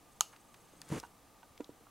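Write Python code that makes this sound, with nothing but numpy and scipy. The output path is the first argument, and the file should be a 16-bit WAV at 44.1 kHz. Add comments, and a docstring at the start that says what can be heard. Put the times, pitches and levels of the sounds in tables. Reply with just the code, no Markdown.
"""A cat lying on a wooden floor paws at the wires and sheet metal of an opened appliance, close by.
One sharp snap, claw ticks, bracket taps and chassis knocks: decaying modes and damped noise bursts.
Paw and fur rub as trains of tiny random slips; low decaying tones thump on the floor.
The small room answers with a decaying-noise response, over quiet shaped-noise room tone.
A lens motor whines faintly in pulses for the first second: gated harmonics of its step rate."""
import sys
import numpy as np
from scipy import signal
from scipy.fft import rfft, irfft
from scipy.io import wavfile
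from scipy.ndimage import uniform_filter1d

SR = 44100
rng = np.random.default_rng(int(sys.argv[2]) if len(sys.argv) > 2 else 0)


def digitize_waveform(pressure):
    """Quantize a signal to 16-bit integers and store it at the path in sys.argv[1].

    Rows of a 2-D input are taken as channels; values are limited to [-1, 1].
    """
    field = np.atleast_2d(pressure).T
    bounded = np.clip(field, -1, 1)
    quanta = np.round(bounded * 32767).astype(np.int16)
    wavfile.write(sys.argv[1], SR, quanta)


N = 83790

SNAP_S = 0.2082
RADIATE = 0.84  # high-pass corner of a part / its lowest mode


def amp(db):
    """Decibels to gain."""
    return 10 ** (np.asarray(db) / 20)


def unit(x):
    """Scales to rms 1."""
    return x / np.sqrt(np.mean(x ** 2) + 1e-20)


def read(points, hz):
    """Interpolates a table on a log-frequency axis."""
    f, value = np.transpose(points)
    return np.interp(np.log(hz + 1), np.log(f + 1), value)


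def coloured(x, points):
    """Filters a signal, zero phase, by a table of levels; rms 1."""
    gain = amp(read(points, np.fft.rfftfreq(len(x), 1 / SR)))
    return unit(irfft(rfft(x) * gain, len(x)))


def panned(x, pan_db):
    """Stereo from mono; pan_db is left minus right."""
    return amp([[pan_db / 2], [-pan_db / 2]]) * x


def widened(pair, side_db):
    """Left and right from a middle and a side signal, the side filtered by a table."""
    mid, side = pair
    gain = amp(read(side_db, np.fft.rfftfreq(len(side), 1 / SR)))
    side = irfft(rfft(side) * gain, len(side))
    return np.array([mid + side, mid - side])


def add(mix, s, sound):
    """Adds a stereo sound at a time in seconds."""
    part = mix[:, max(round(s * SR), 0):][:, :sound.shape[1]]
    part += sound[:, :part.shape[1]]


def decay(t, t60):
    """Exponential decay by 60 dB in t60 seconds."""
    return np.exp(-np.log(1000) * t / t60)


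def radiated(x, modes, order):
    """A part hardly radiates below its lowest mode: high-pass."""
    sos = signal.butter(order, RADIATE * modes[0][0], "high", fs=SR, output="sos")
    return signal.sosfilt(sos, x)


def ring(modes, contact_s):
    """Exponentially dying modes that swell over the contact time."""
    t = np.arange(SR // 4) / SR
    swell = 1 - np.exp(-(t / contact_s) ** 2)
    return swell * sum(amp(db - 60 * t / t60) * np.sin(2 * np.pi * hz * t) for hz, db, t60 in modes)


def burst(centre_hz, octaves, t60):
    """A tiny crack: dense, heavily damped ringing around one frequency."""
    size, rise_s = 2048, 0.0001
    t, hz = np.arange(size) / SR, np.fft.rfftfreq(size, 1 / SR)
    offset = np.log2((hz + 1) / centre_hz) / octaves
    bell = 1 / (1 + offset ** 2 / 2) ** 2
    dense = unit(irfft(bell * np.exp(2j * np.pi * rng.random(len(hz)))))
    fade = (1 - np.exp(-t / rise_s)) * decay(t, t60)
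    return unit(dense * fade) * np.sqrt(np.mean(fade ** 2))  # rms of the fade


def struck(blows, modes, pan_db):
    """Each blow rings the same modes of one part, shorter the more the paw damps it."""
    out = np.zeros((2, N))
    for s, db, contact_s, damping in blows:
        damped = [(hz, mode_db, t60 / damping) for hz, mode_db, t60 in modes]
        add(out, s, panned(amp(db) * ring(damped, contact_s), pan_db))
    return radiated(out, modes, order=4)


def slips(per_s, colour):
    """Many tiny slips of uneven size and random sign, coloured by what they shake."""
    spread_db = 2.5
    size = amp(spread_db * np.minimum(rng.exponential(1, N), 4))
    hit = rng.random(N) < per_s / SR
    return coloured(hit * rng.choice([-1., 1.], N) * size, colour)


def air():
    """Steady room tone and microphone hiss: coloured stereo noise."""
    level_db = -62.5
    # room tone: f/Hz, level/dB
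    air_colour = [(20, -8.5), (50, -5.5), (100, -5.5), (200, -7), (300, -5.5), (380, -11), (500, -8.5),
                  (620, -11), (780, -7), (1070, -12.5), (1190, -5), (1340, -16.5), (2200, -19),
                  (5000, -22.5), (10000, -23.5), (15500, -27.5)]
    # side against middle: f/Hz, level/dB
    air_side = [(60, -17.5), (120, -8), (240, -8.5), (480, -9.5), (950, -11), (1890, -10.5), (3770, -19.5),
                (7520, -1), (15000, -12.5)]
    pair = [coloured(x, air_colour) for x in rng.standard_normal((2, N))]
    return amp(level_db) * unit(widened(pair, air_side))


def lens():
    """The lens motor steps in short, regular runs of uneven strength; its step rate jitters."""
    step_hz, jitter_rms = 1619, 0.0032  # jitter relative to step rate
    runs_per_s, first_s, spread_db = 24.7, 0.045, 2
    swell_s, stop_s = 0.16, 1.07
    # harmonics of the step rate: multiple, level/dB
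    partials = [(4, -73.5), (5, -71.5), (6, -76.5)]
    t = np.arange(N) / SR
    cycle = runs_per_s * (t - first_s)
    strength = amp(spread_db * rng.standard_normal(size=64))[np.round(cycle).astype(int)]
    gate = np.cos(2 * np.pi * cycle) > 0
    runs = strength * gate * np.minimum(t / swell_s, 1) * (t < stop_s)
    jitter = jitter_rms * unit(uniform_filter1d(rng.standard_normal(N), size=100))
    turns = np.cumsum(step_hz * (1 + jitter)) / SR
    whine = sum(amp(db) * np.sin(2 * np.pi * k * turns) for k, db in partials)
    return uniform_filter1d(runs, size=150) * whine  # softened run edges


def room(x):
    """Scatter from the near clutter plus a short, nearly central tail, by convolution."""
    tail_db, early_db = -23, -20.5
    early_t60_s, early_delay_s = 0.091, 0.00275
    # tail decay: f/Hz, t60/s
    tail_t60 = [(200, 0.3), (1200, 0.45), (3500, 0.29), (7000, 0.29), (13000, 0.31)]
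    # side against middle: f/Hz, level/dB
    room_side = [(150, -13), (900, -10), (2800, -17), (5000, -23.5), (8000, -16), (13000, -11.5)]
    hz, t, z = signal.stft(rng.standard_normal((2, SR // 2)), SR, nperseg=256)
    faded = z * decay(t, read(tail_t60, hz)[:, None])
    tail = signal.istft(faded, SR, nperseg=256)[1]
    t = np.arange(tail.shape[1]) / SR
    early = rng.standard_normal(tail.shape) * (t > early_delay_s) * decay(t, early_t60_s)
    response = amp(tail_db) * tail / np.linalg.norm(tail[0])
    response = response + amp(early_db) * early / np.linalg.norm(early[0])
    return signal.fftconvolve(x.mean(0)[None], widened(response, room_side), axes=1)[:, :N]


def ports(x):
    """Direct sound reaches two microphone ports with slightly different level and phase."""
    # left minus right: f/Hz, level/dB
    balance = [(200, 0.1), (1000, -0.5), (2500, 0.7), (5000, 0), (7000, -6), (9000, 0), (12500, -2)]
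    # left's lead: f/Hz, phase/rad
    lead = [(200, 0.076), (6800, -0.24), (9000, -0.85), (13000, -0.85)]
    hz = np.fft.rfftfreq(N, 1 / SR)
    half = amp(read(balance, hz) / 2) * np.exp(.5j * read(lead, hz))
    return irfft(rfft(x) * np.array([half, 1 / half]), N)


def thumps():
    """The paw's weight lands on the wooden floor: soft, low decaying tones."""
    # landings: t/s, level/dB, f/Hz, t60/s
    landings = [(0.912, -35, 105, 0.087), (.99, -55, 55, 0.15), (1.69, -47, 134, 0.059)]
    out = np.zeros((2, N))
    for s, db, hz, t60 in landings:
        add(out, s, panned(ring([(hz, db, t60)], contact_s=0.0041), 0))
    return out


def rub():
    """The paw drags over the chassis: low scuff in surges under fur hiss, after a light rustle."""
    # cat shifts its weight before reaching out
    shift_s, shift_sigma_s, shift_db, rustle_db = 0.81, 0.19, -67.5, -72.5
    # full fur contact, dB slopes outside it
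    start_s, end_s, fur_db, rise_db_per_s, fall_db_per_s = 0.9176, 0.99, -50.5, 385, 752
    surge_slips_per_s, fur_slips_per_s = 2300, 4500
    # pushes along the chassis: t/s, level/dB, Gaussian sigma/s
    surges = [(0.904, -45.5, 0.0024), (0.928, -36, 0.0081), (0.945, -37.5, 0.0096), (0.97, -35.5, 0.0097)]
    # scuff spectrum: f/Hz, level/dB
    scuff_colour = [(30, -23), (80, -28.5), (125, -2.5), (155, 0), (205, -6.5), (255, -9), (315, -3.5),
                    (375, -18), (470, -7.5), (650, -20), (1200, -23.5), (2500, -30.5), (6000, -63)]
    # fur spectrum: f/Hz, level/dB
    fur_colour = [(200, -18.5), (900, 6), (3700, -1.5), (5600, -4.5), (6550, -0.5), (7600, -4), (9900, -3),
                  (12500, -14.5), (16000, -19)]
    # scuff side against middle: f/Hz, level/dB
    scuff_side = [(200, -20), (1200, -10), (2500, -42)]
    t = np.arange(N) / SR
    shift = np.exp(-((t - shift_s) / shift_sigma_s) ** 2 / 2)
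    power = sum((amp(db) * np.exp(-((t - s) / sigma) ** 2 / 2)) ** 2 for s, db, sigma in surges)
    push = np.sqrt(power) + amp(shift_db) * shift
    rise_db = rise_db_per_s * np.maximum(start_s - t, 0)
    fall_db = fall_db_per_s * np.maximum(t - end_s, 0)
    contact = amp(fur_db - rise_db - fall_db)
    scuff = widened([slips(surge_slips_per_s, scuff_colour) for _ in range(2)], scuff_side)
    fur = slips(fur_slips_per_s, fur_colour)
    return push * scuff + (contact + amp(rustle_db) * shift) * fur


def knocks():
    """Soft paw knocks ring the low modes of the chassis."""
    # blows: t/s, level/dB, contact time/s, damping by the paw/x
    blows = [(.7355, -48, 0.00058, 2.9), (1.03, -44, 0.00084, 2.4), (1.599, -45, 0.0011, 0.75),
             (1.6033, -27, 0.0018, 1), (1.6915, -39.5, 0.0013, 0.94), (1.809, -55, 0.00044, 1.4)]
    # chassis modes: f/Hz, level/dB, t60 at damping 1/s
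    modes = [(298, -7.5, 0.061), (340, 7.5, 0.015), (448, -2.3, 0.022), (970, -18.5, 0.043),
             (1415, -29.5, 0.07)]
    return struck(blows, modes, pan_db=-3)


def taps():
    """Small taps ring the modes of a metal bracket."""
    # blows: t/s, level/dB, contact time/s, damping by the paw/x
    blows = [(1.0305, -45, 0.00052, 2.5), (1.0358, -39.5, 0.0006, 1.24), (1.0483, -45.5, 0.0011, 1.2),
             (1.4295, -52, 0.0015, 0.66)]
    # bracket modes: f/Hz, level/dB, t60 at damping 1/s
    modes = [(807, -9, 0.053), (920, 4, 0.03), (1497, -1.5, 0.035), (2840, -17, 0.056)]
    return struck(blows, modes, pan_db=-3.5)


def ticks():
    """Claws and wire ends click and scratch against metal: damped noise bursts."""
    # clicks: t/s, level/dB, centre f/Hz, width/octaves, t60/s, left minus right/dB
    clicks = [(0.328, -57.5, 1150, 0.95, 0.2, -1.5), (.3625, -55, 3100, 1.2, 0.026, 0.5),
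              (0.5422, -51.5, 1730, 1.5, 0.027, -0.5), (0.8166, -36.5, 5350, 0.73, 0.0077, 2),
              (.8178, -49, 1740, 0.73, 0.025, -1), (0.8898, -44.5, 7600, 0.7, 0.0035, 15),
              (0.9995, -38, 5560, 0.88, 0.012, -0.5), (1.029, -59.5, 2200, 1.8, 0.18, 0),
              (1.4297, -59, 2590, 0.66, 0.019, -1), (1.5773, -48, 2770, 1.17, 0.012, 1),
              (1.6039, -54.5, 1750, 0.98, 0.047, -1.5), (1.608, -51, 6700, 0.11, 0.006, 1),
              (1.644, -46, 4060, 0.63, 0.012, 1.5), (1.868, -52, 1030, 0.47, 0.023, -3.5)]
    out = np.zeros((2, N))
    for s, db, hz, octaves, t60, pan_db in clicks:
        add(out, s, panned(amp(db) * burst(hz, octaves, t60), pan_db))
    return out


def spray():
    """Broader crack the snap radiates away from the microphone, heard only from the walls."""
    level_db = 1.5
    # crack spectrum: f/Hz, level/dB
    spray_colour = [(500, -14), (2300, -5), (2950, 10), (4500, 5.5), (5500, 6.5), (7000, -17), (8000, 10),
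                    (9300, -6), (12700, -7), (15500, -6.5)]
    out = np.zeros((2, N))
    add(out, SNAP_S, np.ones((2, 1)))
    return amp(level_db) * coloured(out[0], spray_colour) / np.sqrt(N)  # unit-energy pulse


def snap():
    """A wire or clip slips free and strikes a hard part: ringing modes plus a noise crack."""
    rise_s, pan_db, crack_db = 0.0007, 2, -17.5
    # modes of the part: f/Hz, level/dB, t60/s
    modes = [(841, -35, 0.041), (1009, -16.5, 0.012), (1223, -20.5, 0.023), (2400, -39, 0.02),
             (2945, -41, 0.044), (3020, -20, 0.008), (3887, -22.5, 0.012), (5000, -28.5, 0.018),
             (6430, -9.5, 0.0069), (6680, -2, 0.0044), (7814, -9, 0.0052), (8150, -15.5, 0.0066),
             (10660, -9, 0.0038), (11900, -12.5, 0.0044)]
    crack = amp(crack_db) * burst(centre_hz=4470, octaves=0.95, t60=0.0057)
    out = np.zeros((2, N))
    add(out, SNAP_S, panned(ring(modes, rise_s), pan_db))
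    add(out, SNAP_S, panned(crack, pan_db))
    return radiated(out, modes, order=1)


def scene():
    """All contacts in the room, over the quiet background."""
    near = thumps() + rub() + knocks() + taps() + ticks() + snap()
    return air() + lens() + room(near + spray()) + ports(near)


def record(dry):
    """Band limit: linear-phase low-pass."""
    edge_hz = 15850
    lowpass = signal.firwin(511, edge_hz, window=("kaiser", 9), fs=SR)
    return signal.oaconvolve(dry, lowpass[None], "same")


dry = scene()
out = record(dry)
digitize_waveform(out)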